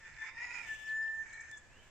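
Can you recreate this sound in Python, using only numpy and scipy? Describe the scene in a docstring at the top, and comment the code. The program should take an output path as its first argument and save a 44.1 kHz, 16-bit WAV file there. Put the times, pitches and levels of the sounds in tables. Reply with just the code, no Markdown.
"""A rooster crows across a paddock: two short notes, a hoarse third, a long pure note breaking into a rasp.
Its syrinx vibrates regularly for the tone; irregular pulses ring its throat for the rasp.
Near branches scatter the overtones and the forest edge echoes the crow. Small birds twitter, a jacket
rustles once and a dry stalk ticks over a little wind on the microphone and outdoor hiss,
which swells faintly at the end."""
import sys
import numpy as np
from scipy import signal
from scipy.fft import rfft, irfft, next_fast_len
from scipy.io import wavfile
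from scipy.ndimage import map_coordinates

SR = 44100
rng = np.random.default_rng(int(sys.argv[2]) if len(sys.argv) > 2 else 0)


def put_to_file(sound):
    """Save the sound as 16-bit audio at rate SR, in the file named by the first command-line argument."""
    columns = np.atleast_2d(sound).T  # one column per channel
    safe = np.clip(columns, -1, 1)
    whole_steps = np.round(safe * 32767)
    wavfile.write(sys.argv[1], SR, whole_steps.astype(np.int16))


N = 83790

# Crow fundamental. Each row: time in seconds, pitch in Hz.
PITCH = [(.25, 886), (.345, 912), (.405, 940.2), (.435, 976.5), (.5, 964.4), (.55, 971.5), (.625, 946.4),
         (.665, 884.2), (.78, 871.3), (1.16, 890.6), (1.485, 895.3), (1.6, 849.6)]
# Hoarseness. Each row: time in seconds, rasp level in dB, roughness from 0 to about 1.
RASP = [(0, -61, 0), (.07, -53.5, 0.03), (.15, -57.5, 0.5), (.21, -51.5, 0.26), (.295, -49.5, 0.92),
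        (.325, -66, 0.72), (.36, -56, 0.51), (.44, -47.5, 0.41), (.49, -53, 0.62), (.56, -45, 0.65),
        (.62, -53, 1.03), (.7, -52.5, 0.06), (.79, -77.5, 0.01), (1.2, -67.5, 0), (1.26, -57, 0.54),
        (1.4, -60.5, 0.93), (1.48, -55, 0), (1.6, -68.5, 0.1)]
# Beak. Each row: time in seconds, opening from 0 to 1.
BEAK = [(.15, 0.32), (.28, 0.42), (.34, 0.93), (.66, 0.65), (1.1, 0.18)]
# Stereo balance of the rasp. Each row: frequency in Hz, left minus right in dB.
RASP_PAN = [(900, -4.5), (1800, -1), (2400, -12), (5000, -15), (7500, 10.5)]

JITTER_RATE_HZ, FLUTTER_DEPTH, OVERTONE_WAVER_DB = 260, 0.65, 2.5
TONE_ECHO_DB, RASP_ECHO_DB = -9, -12


def rooster_tone():
    """Regular syrinx vibration, second harmonic dominant; hoarseness shakes pitch and level."""
    # Opening notes and long note. Each row: time in seconds, level in dB.
    opening = [(0, -81), (.065, -54.5), (.135, -80), (.17, -62), (.222, -43), (.28, -56), (.325, -73),
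               (.375, -50), (.43, -43), (.55, -60), (.645, -61.5)]
    long_note = [(0.672, -50.5), (0.713, -38.5), (.775, -53.5), (0.823, -48), (0.857, -47), (0.909, -39),
                 (1.008, -37.5), (1.082, -37.5), (1.129, -42), (1.19, -41), (1.22, -40.5), (1.247, -53),
                 (1.401, -51.5), (1.469, -63.5), (1.534, -47.5), (1.569, -59.5), (1.662, -76)]
    # Each row: harmonic number, gain in dB.
    harmonics = [(1, -33.5), (2, 1)]
    # Each row: time in seconds, left minus right in dB.
    tone_pan = [(.83, 4.5), (1.2, -0.5), (1.55, 2.5)]
    (pitch_hz,), (level_db,), (beak,) = curves(PITCH), curves(opening + long_note), curves(BEAK)
    rough = np.clip(curves(RASP)[1], 0, 1)
    phase = phase_of(pitch_hz * (1 + 0.032 * rough * wobble(JITTER_RATE_HZ) + 0.00089 * wobble(50)))
    stack = sum(amp(db + (k != 2) * OVERTONE_WAVER_DB * wobble(13)) * np.sin(k * phase)
                for k, db in harmonics)
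    hoarse_fundamental = rough * beak * amp(-11) * np.sin(phase)
    flutter = 1 + FLUTTER_DEPTH * rough * wobble(170)
    tone = np.sqrt(2) * amp(level_db) * (stack + hoarse_fundamental) * flutter
    return tone * panned(curves(tone_pan)[0]) + amp(TONE_ECHO_DB) * forest(tone)


def rooster_overtones():
    """Thin harmonics scattered by trees: mainly odd when hoarse, even in the pure note."""
    # Envelopes of the fourth, high even and high odd harmonics. Each row: time in seconds, level in dB.
    fourth = [(0, -90), (.07, -77), (.135, -95), (.22, -66.5), (.33, -74), (.41, -74), (.86, -70.5),
              (.97, -88), (1.49, -90), (1.55, -63.5), (1.66, -104)]
    high_even = [(.6, -96), (.75, -71), (1.01, -68), (1.085, -78), (1.57, -75), (1.68, -110)]
    high_odd = [(.14, -81), (.23, -66), (.32, -88), (.39, -68), (.7, -68), (1, -95), (1.25, -70),
                (1.56, -73), (1.68, -110)]
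    # Members of the high groups. Each row: harmonic number, gain in dB.
    even_harmonics = [(6, -4), (8, 0)]
    odd_harmonics = [(7, 0), (9, -12)]
    pitch_hz, rough = curves(PITCH)[0], np.clip(curves(RASP)[1], 0, 1)
    phase = phase_of(pitch_hz * (1 + 0.016 * rough * wobble(JITTER_RATE_HZ)))
    groups = [(fourth, [(4, 0)]), (high_even, even_harmonics), (high_odd, odd_harmonics)]
    ring = sum(amp(curves(envelope)[0] + db + OVERTONE_WAVER_DB * wobble(45)) * np.sin(k * phase)
               for envelope, harmonics in groups for k, db in harmonics)
    return (ring + branches(ring) + amp(TONE_ECHO_DB) * forest(ring)) * panned(db=-3)


def rooster_rasp():
    """Irregular pulses, alternately strong and weak, ring the throat; beak opening shifts the colour."""
    # Throat response, beak nearly shut and wide open. Each row: frequency in Hz, relative gain in dB.
    throat_shut = [(550, -50.5), (880, -39.5), (1150, -28.5), (1450, -1.5), (1800, 7), (2000, -7.5),
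                   (2330, -6), (2550, -16.5), (4300, -32.5), (7500, -12.5), (8100, -32), (8900, -77.5)]
    throat_open = [(550, -28.5), (880, -10.5), (1150, -22.5), (1400, -9.5), (1600, -28.5), (1950, -1),
                   (2200, -10), (2400, -5.5), (3200, -31.5), (4300, -36), (5200, -19), (6400, -30.5),
                   (8900, -61.5)]
    drift, scatter_cycles, alternation = 0.035, 0.1, 0.55
    (pitch_hz,), (level_db, _), (beak,) = curves(PITCH), curves(RASP), curves(BEAK)
    cycles = np.cumsum(pitch_hz * (1 + drift * wobble(JITTER_RATE_HZ))) / SR
    k = np.arange(int(cycles[-1]))
    pulses = np.zeros((2, N))
    for train in pulses:
        timing, force = rng.standard_normal((N // 32, 2))[:len(k)].T
        onsets = np.searchsorted(cycles, k + scatter_cycles * timing).clip(0, N - 1)
        strengths = (1 + alternation * (-1) ** k) * (1 + 0.5 * np.tanh(force))
        train += np.bincount(onsets, strengths, N)
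    pulses = spread(pulses)
    voice = (1 - beak) * coloured(pulses, throat_shut) + beak * coloured(pulses, throat_open)
    voice = rasp_panned(voice) * amp(level_db + 1.2 * np.tanh(wobble(110)))
    return voice + amp(RASP_ECHO_DB) * forest(voice)


def rooster_split():
    """The two sides of the syrinx fall out of step and add partials between the harmonics."""
    # Each row: pitch multiple, dB over the rasp level at roughness 1 with beak shut, same with beak open.
    halfway = [(1.47, -11.5, -4), (2.53, 4.5, 6), (5.5, -29.5, -13.5), (8.5, -8.5, -40)]
    (pitch_hz,), (level_db, rough), (beak,) = curves(PITCH), curves(RASP), curves(BEAK)
    partials = sum(amp(shut_db + beak * (open_db - shut_db)) * wavering_sine(multiple * pitch_hz)
                   for multiple, shut_db, open_db in halfway)
    # The other side sounds briefly in the second note.
    other_hz = 1037
    other_side = amp(-8.5) * wavering_sine(other_hz) + wavering_sine(2 * other_hz)
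    voice = amp(level_db) * rough ** 2 * partials
    voice += swell(centre_s=0.27, sigma_s=0.055, db=-54.5) * other_side
    return rasp_panned(voice) + amp(RASP_ECHO_DB) * forest(voice)


def wavering_sine(hz):
    """A hoarse partial, unsteady in pitch and level."""
    phase = phase_of(hz * (1 + 0.011 * wobble(JITTER_RATE_HZ)))
    return np.sin(phase) * (1 + FLUTTER_DEPTH * wobble(JITTER_RATE_HZ))


def rasp_panned(x):
    """Pan the hoarse voice by frequency."""
    return filtered(x, lambda hz: panned(along(RASP_PAN, hz)))


def birds():
    """Quick sweeps and one slow whistle on the right, rising contact calls on the left."""
    # Each row: start and length in seconds, first, middle and last pitch in Hz, level in dB.
    twitter = [(.136, .018, 5400, 3800, 2300, -66), (.855, .012, 5200, 5600, 5900, -61),
               (.873, .022, 5600, 4800, 4400, -64), (.893, .016, 4500, 3500, 2200, -59),
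               (1.02, .018, 5800, 5050, 4700, -63), (1.043, .025, 3700, 3050, 2400, -70),
               (1.076, .009, 2500, 2950, 3500, -63), (1.294, .019, 4800, 3750, 2700, -67),
               (1.325, .036, 2600, 4200, 2700, -66)]
    # Each row: start in seconds, level in dB.
    contact_calls = [(1.147, -66), (1.327, -60), (1.404, -56), (1.571, -55)]
    # Each row: time in seconds, pitch in Hz, level in dB.
    far_whistle = [(1.65, 2270, -86), (1.72, 2600, -72), (1.805, 3110, -65), (1.87, 2850, -100)]
    call_s, call_hz = 0.008, (5200, 7100, 7800)
    whistle_hz, whistle_db = curves(far_whistle)
    song = sweeps(twitter) + amp(whistle_db) * np.sin(phase_of(whistle_hz))
    calls = sweeps([(start_s, call_s, *call_hz, db) for start_s, db in contact_calls])
    return in_trees(song, pan_db=-5, branches_db=-6) + in_trees(calls, pan_db=4, branches_db=3)


def sweeps(rows):
    """Short whistles, pitch bent through three points."""
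    song = np.zeros(N + SR)
    for start_s, length_s, *points_hz, db in rows:
        progress = np.linspace(0, 1, int(length_s * SR))
        hz = np.polyval(np.polyfit([0, 0.5, 1], points_hz, 2), progress)
        envelope = amp(db) * np.sqrt(np.abs(np.sin(np.pi * progress)))
        song[int(start_s * SR):][:len(hz)] += envelope * np.sin(phase_of(hz))
    return song[:N]


def stalk_tick():
    """A dry stalk ticks once on the left: a fast-decaying noise burst."""
    # Each row: frequency in Hz, relative level in dB.
    spectrum = [(1500, -23.5), (7500, 11), (11000, -22.5)]
    start_s, t60_s = 1.514, 0.0093
    age_s = np.arange(N) / SR - start_s
    envelope = (age_s >= 0) * amp(-48.5 - 60 * np.abs(age_s) / t60_s)
    return envelope * noise(spectrum) * panned(db=11)


def rustle_and_hiss_swell():
    """A jacket rustle, then a faint swell of outdoor hiss at the end."""
    # Each row: centre in seconds, Gaussian sigma in seconds, level in dB.
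    swells = [(0.762, 0.13, -58), (1.87, .09, -67.5)]
    # Each row: frequency in Hz, relative level in dB.
    spectrum = [(800, -11), (2900, 11), (4300, -12), (7600, 2.5), (9000, -19), (15000, -15)]
    envelope = sum(swell(*row) for row in swells)
    return envelope * amp(3.26 * wobble(60.56)) * noise(spectrum)


def in_trees(song, pan_db, branches_db):
    """A bird's voice, roughened, with branch scatter and forest echo."""
    song = song * (1 + 0.25 * wobble(300))
    return (song + amp(branches_db) * branches(song) + amp(-5) * forest(song)) * panned(pan_db)


def branches(x, t60_s=0.08):
    """Short scatter from near branches."""
    t = np.arange(SR // 10) / SR
    scatter = unit(rng.standard_normal((2, len(t))) * amp(-60 * t / t60_s)) / np.sqrt(len(t))
    return signal.fftconvolve(x[None], scatter, axes=1)[:, :N]


def forest(x, rise_s=0.0022):
    """Diffuse echo from the forest edge."""
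    # Each row: frequency in Hz, T60 in seconds.
    decay_times = [(500, 0.43), (2000, 0.96)]
    hz, t, bins = signal.stft(rng.standard_normal((2, SR)), SR, nperseg=256)
    envelope = amp(-60 * t / along(decay_times, hz)[:, None]) * (1 - np.exp(-t / rise_s))
    _, tail = signal.istft(bins * envelope, SR, nperseg=256)
    return signal.fftconvolve(np.atleast_2d(x), tail / np.linalg.norm(tail[0]), axes=1)[:, :N]


def wind_buffet():
    """Light wind buffets the microphone: an uneven rumble."""
    # Each row: frequency in Hz, relative level in dB.
    spectrum = [(40, -1.5), (110, -5.5), (1000, -53)]
    return amp(-66 + 2.3 * wobble(12)) * noise(spectrum) * panned(db=-3)


def outdoor_air():
    """Near-steady outdoor hiss."""
    # Each row: frequency in Hz, relative level in dB.
    spectrum = [(900, -1), (3000, -8), (4200, -13), (7800, -10), (8800, -26), (15000, -37)]
    return amp(-66 + wobble(4.975)) * noise(spectrum)


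def noise(spectrum):
    """Coloured stereo noise, rms 1."""
    return coloured(spread(rng.standard_normal((2, N))), spectrum)


def spread(pair):
    """Mix two unrelated signals to left and right, most alike in the midrange."""
    # Each row: frequency in Hz, left-right correlation from 0 to 1.
    correlation = [(40, 0.24), (700, 0.86), (2000, 0.81), (4000, 0.029)]

    def mid_side_gains(hz):
        angle = np.arccos(along(correlation, hz)) / 2
        return np.array([np.cos(angle), np.sin(angle)])

    mid, side = filtered(pair, mid_side_gains)
    return np.array([mid + side, mid - side])


def panned(db):
    """Channel gains for left minus right in dB."""
    return amp(np.array([[1], [-1]]) * db / 2)


def coloured(x, spectrum):
    """Shape x by (Hz, dB) points, to rms 1."""
    return unit(filtered(x, lambda hz: amp(along(spectrum, hz))))


def filtered(x, response):
    """Apply the gain response(hz) by FFT."""
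    size = next_fast_len(N + SR // 2)
    return irfft(rfft(x, size) * response(np.fft.rfftfreq(size, 1 / SR)), size)[..., :N]


def swell(centre_s, sigma_s, db):
    """Gaussian envelope peaking at db."""
    return amp(db) * np.exp(-0.5 * ((np.arange(N) / SR - centre_s) / sigma_s) ** 2)


def wobble(rate_hz):
    """Smooth random curve, rate_hz knots a second."""
    return map_coordinates(rng.standard_normal(N // 8), [np.arange(N) * rate_hz / SR + 2], mode="wrap")


def curves(rows):
    """One per-sample curve for each column after the time."""
    times_s, *columns = np.transpose(rows)
    return [np.interp(np.arange(N) / SR, times_s, column) for column in columns]


def along(points, hz):
    """Interpolate (Hz, value) points on a log frequency axis."""
    points_hz, values = np.transpose(points)
    return np.interp(np.log(hz + 1), np.log(points_hz + 1), values)


def phase_of(hz):
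    """Running phase in radians."""
    return 2 * np.pi * np.cumsum(hz) / SR


def amp(db):
    """Decibels to gain."""
    return 10 ** (np.asarray(db) / 20)


def unit(x):
    """Scale to rms 1."""
    return x / np.sqrt(np.mean(x ** 2) + 1e-20)


def scene():
    """The crow and the paddock around it, in stereo."""
    rooster = rooster_tone() + rooster_overtones() + rooster_rasp() + rooster_split()
    return rooster + birds() + stalk_tick() + rustle_and_hiss_swell() + wind_buffet() + outdoor_air()


def record(dry):
    """Brick-wall low-pass."""
    return filtered(dry, lambda hz: hz < 15100)


dry = scene()
out = record(dry)
put_to_file(out)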